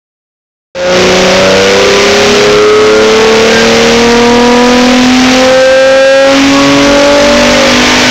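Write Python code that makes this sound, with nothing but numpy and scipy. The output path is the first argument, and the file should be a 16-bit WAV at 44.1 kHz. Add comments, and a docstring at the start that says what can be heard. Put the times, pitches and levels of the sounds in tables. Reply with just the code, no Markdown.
"""After three quarters of a second of silence a V6 fades in quickly, at full throttle on a chassis dyno in a workshop.
Its speed climbs steadily from 3570 rpm and slackens slightly near the end. The exhaust note is a sum of
engine orders, each swelling as it sweeps through the resonances of exhaust, bay and workshop.
Under it runs filtered noise, throbbing with the crank: the rush of intake, tyres and rollers. The din overloads
the microphone into a near square wave: loud orders squeeze the rush out, and it rasps back between them."""
import sys
import numpy as np
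from scipy import signal
from scipy.fft import rfft, irfft, next_fast_len
from scipy.io import wavfile
from scipy.ndimage import uniform_filter1d

SR = 44100
rng = np.random.default_rng(int(sys.argv[2]) if len(sys.argv) > 2 else 0)


def wav_record(signal):
    """Record a signal, one row per channel, as 16-bit PCM in the file named by sys.argv[1]."""
    frames = np.transpose(np.atleast_2d(signal))
    bounded = np.clip(frames, -1, 1)
    # unit amplitude maps onto the largest positive 16-bit level
    quanta = np.round(bounded * 32767).astype(np.int16)
    wavfile.write(sys.argv[1], SR, quanta)


N = 357210
TIME = np.arange(N) / SR


def amp(db):
    """Decibels as a linear gain."""
    return 10 ** (np.asarray(db) / 20)


def unit(x):
    """Scales x to an RMS of one."""
    return x / np.sqrt(np.mean(x ** 2) + 1e-20)


def curve(rows):
    """(time [s], value) rows as one value per sample."""
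    return np.interp(TIME, *np.transpose(rows))


def along(points, hz):
    """(frequency [Hz], value) points joined along a log frequency axis."""
    f, value = np.transpose(points)
    return np.interp(np.log(hz + 1), np.log(f + 1), value)


def wobble(rate):
    """A smooth random curve with rate knots a second."""
    knots = rng.standard_normal(int(N * rate / SR) + 4)
    fine = signal.resample(knots, len(knots) * 10)
    return np.interp(TIME * rate * 10, np.arange(len(fine)), fine)


def filtered(x, response):
    """Multiplies the spectrum of x by a response of frequency."""
    size = next_fast_len(N + SR // 2)
    spectrum = rfft(x, size) * response(np.fft.rfftfreq(size, 1 / SR))
    return irfft(spectrum, size)[:N]


def engine_rpm():
    """One full-throttle pull: the dyno lets the engine climb at a constant rate that slackens near the top."""
    start_s, start_rpm, climb_rpm_per_s = .75, 3570, 341
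    ease_from_s, ease_rpm_per_s2 = 6.5, 7
    climb = climb_rpm_per_s * (TIME - start_s)
    ease = ease_rpm_per_s2 * np.maximum(TIME - ease_from_s, 0) ** 2
    return start_rpm + climb - ease


def exhaust(rpm, angle, puff_skew, waver_db, flutter, flutter_rate):
    """Sums the engine orders; low harmonics of each cylinder bank stay steady, others flutter with combustion."""
    # exhaust note; order 3 is the firing rate, half orders come from unequal cylinders:
    # (order [multiple of the crank rate], level [dB])
    orders = [(.5, -21), (1, -23.5), (1.5, -12), (2, -12.5), (2.5, -10), (3, 5.3), (3.5, -10.5), (4, -16),
              (4.5, -9.5), (5, -16), (5.5, -12.5), (6, 6), (6.5, -10), (7, -12), (7.5, -6.5), (8, -14.5),
              (8.5, -14), (9, -2.5), (9.5, -11), (10, -21.5), (10.5, -9), (12, -9.5), (13.5, -17),
              (15, -9.5), (16.5, -21.5), (18, -12), (19.5, -15), (21, -16)]
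    # the cylinders fire less alike as the speed rises, which lifts the low in-between orders
    uneven_db_per_rpm, mid_rpm = .003, 4800
    note = np.zeros(N)
    for order, db in orders:
        hz = order * rpm / 60
        phase = order * angle + puff_skew  # a puff rises and falls at different speeds
        line = bay(hz) * np.exp(1j * phase)
        if order % 3 and order < 6:
            line = line * amp(uneven_db_per_rpm * (rpm - mid_rpm))
        if order % 1.5 or order > 10:
            waver = amp(waver_db * wobble(4))
            # the complex wobble moves level and phase together
            wander = wobble(flutter_rate) + 1j * wobble(flutter_rate)
            line = line * waver * (1 + flutter * wander)
        note += amp(db + workshop_db(hz) + swell_db(order)) * line.real
    return note


def bay(hz):
    """Complex response of exhaust and bay: band-pass resonances that leave notches between them."""
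    # resonances of the exhaust and the bay: (centre [Hz], width [Hz], peak [dB])
    resonances = [(100, 96, -5.7), (191.5, 10, -10), (223.7, 0.97, -13.5), (249.24, 14.5, 7.5),
                  (277, 12.5, 4), (370.5, 9.6, -11), (399.5, 21, -8), (431.9, 9.9, 5.5), (444.6, 10.8, 1.5),
                  (474.4, 33.7, 2.3), (485.9, 17.7, 1.94), (526, 11.5, 8), (537.3, 10.8, 5.5),
                  (569, 11, -0.26), (734, 210, -5.5), (983, 180, -12.5), (1273, 640, 3.2), (1582, 91, 6)]
    grid = np.linspace(hz.min(), hz.max(), num=1000)
    response = 0
    for centre, width, db in resonances:
        damping = 1j * grid * width
        response = response + amp(db) * damping / (centre * centre - grid * grid + damping)
    return np.interp(hz, grid, response)


def workshop_db(hz):
    """Gain of the room at the microphone: crests and nodes of its standing waves."""
    # an order swells or drops out as it crosses one: (centre [Hz], half width [Hz], level [dB])
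    standing_waves = [(140, 4, 16), (241, 5.5, 4.3), (262, 33, 3.5), (317, 7, 8), (383.5, 5, -5.5),
                      (421.5, 6.5, 4.2), (468, 7, -2), (507, 48, 5.3), (509, 5, -10), (541.2, 3.5, 3.2),
                      (551, 2.8, -14), (578, 21, 5.4), (597.5, 7.7, -9), (665, 24, 10), (745, 40, 4.5)]
    grid = np.linspace(hz.min(), hz.max(), num=1000)
    gain_db = sum(db * np.exp(-((grid - centre) / width) ** 2) for centre, width, db in standing_waves)
    return np.interp(hz, grid, gain_db)


def swell_db(order):
    """Brief bell-shaped rises and falls of one order."""
    # an order sings out or drops away: (time [s], order [multiple of the crank rate], half length [s], level [dB])
    swells = [(1.25, 4.5, .35, -15), (1.28, 7.5, .11, -20), (1.7, 7.5, .3, 4), (2.86, 18, .2, 8),
              (3.36, 12, .36, 10), (3.572, 21, .05, 14), (4.3, 15, .4, 3.5), (4.7, 12, .25, 3),
              (6.6, 12, .13, 14), (7.1, 3, .3, 4.5)]
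    return sum(db * np.exp(-((TIME - s) / length) ** 2) for s, k, length, db in swells if k == order)


def rush(angle, firing_depth, cycle_depth):
    """Broad turbulent noise of intake air, tyres and rollers, throbbing with each firing and engine cycle."""
    # tone of the rush: (frequency [Hz], level [dB])
    tone = [(25, -12), (100, -2.5), (300, -5.5), (700, -1.5), (1200, -7), (2200, 2.5), (3000, -0.5),
            (4200, -4.5), (5800, -4.7), (8000, -12), (16000, -20)]
    # the rush surges and dips on its way up: (time [s], level [dB])
    level = [(.75, 1.5), (1.5, 1.5), (2.4, 5.2), (2.65, .3), (3.8, 5.2), (4.3, 2.3), (5.3, 7.8), (5.6, 3.6),
             (6.1, -1), (6.4, 4.5), (8.1, 7.5)]
    air = unit(filtered(rng.standard_normal(N), lambda hz: amp(along(tone, hz))))
    firing = firing_depth * np.cos(3 * angle)
    cycle = cycle_depth * np.cos(angle / 2)  # one cycle takes two crank turns
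    return unit(air * (1 + firing + cycle)) * amp(curve(level))


def scene():
    """The crank drives both the exhaust note and the throb of the rush."""
    rpm = engine_rpm()
    angle = 2 * np.pi * np.cumsum(rpm / 60) / SR
    angle = angle + 0.0072 * wobble(30)  # radians; the crank never turns quite evenly
    note = exhaust(rpm, angle, puff_skew=2.337, waver_db=1.5, flutter=0.25, flutter_rate=14)
    air = rush(angle, firing_depth=0.24, cycle_depth=0.18)
    return (note + air)[None]


def ceiling(x, top_db, hardness):
    """Flattens whatever swings past the top; harder corners fizz more."""
    return x / (1 + np.abs(x / amp(top_db)) ** hardness) ** (1 / hardness)


def overload(x, drive_db, hardness, servo_gain):
    """The input stage saturates; its bias settles towards half waves that last equally long."""
    for _ in range(4):
        bias = uniform_filter1d(np.tanh(amp(drive_db) * x), size=SR // 8)
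        x = x - servo_gain * bias
    # clip at twice the sample rate to limit aliasing
    driven = amp(drive_db) * signal.resample_poly(x, 2, 1)
    return signal.resample_poly(ceiling(driven, 0, hardness), 1, 2)


def record(dry):
    """Overload, a dull top, a quick fade-in, a last ceiling and the band limit."""
    # tone after the overloaded input: (frequency [Hz], level [dB])
    colour = [(5, -5), (20, -2.5), (1000, 1), (4000, -1), (5800, -1.05), (7000, -6.5), (8000, -18),
              (9000, -40), (12000, -26.5), (15500, -20)]
    # silence, then a quick fade-in: (time [s], gain [linear])
    fade = [(.749, 0), (.751, .18), (.975, 1)]
    top_hz = 15800
    square = amp(-3) * overload(dry[0], drive_db=5, hardness=2.7, servo_gain=2.4)
    dull = filtered(square, lambda hz: amp(along(colour, hz)))
    heard = ceiling(dull * curve(fade), top_db=-2.0, hardness=8.5)
    return filtered(heard, lambda hz: hz < top_hz)[None]


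dry = scene()
out = record(dry)
wav_record(out)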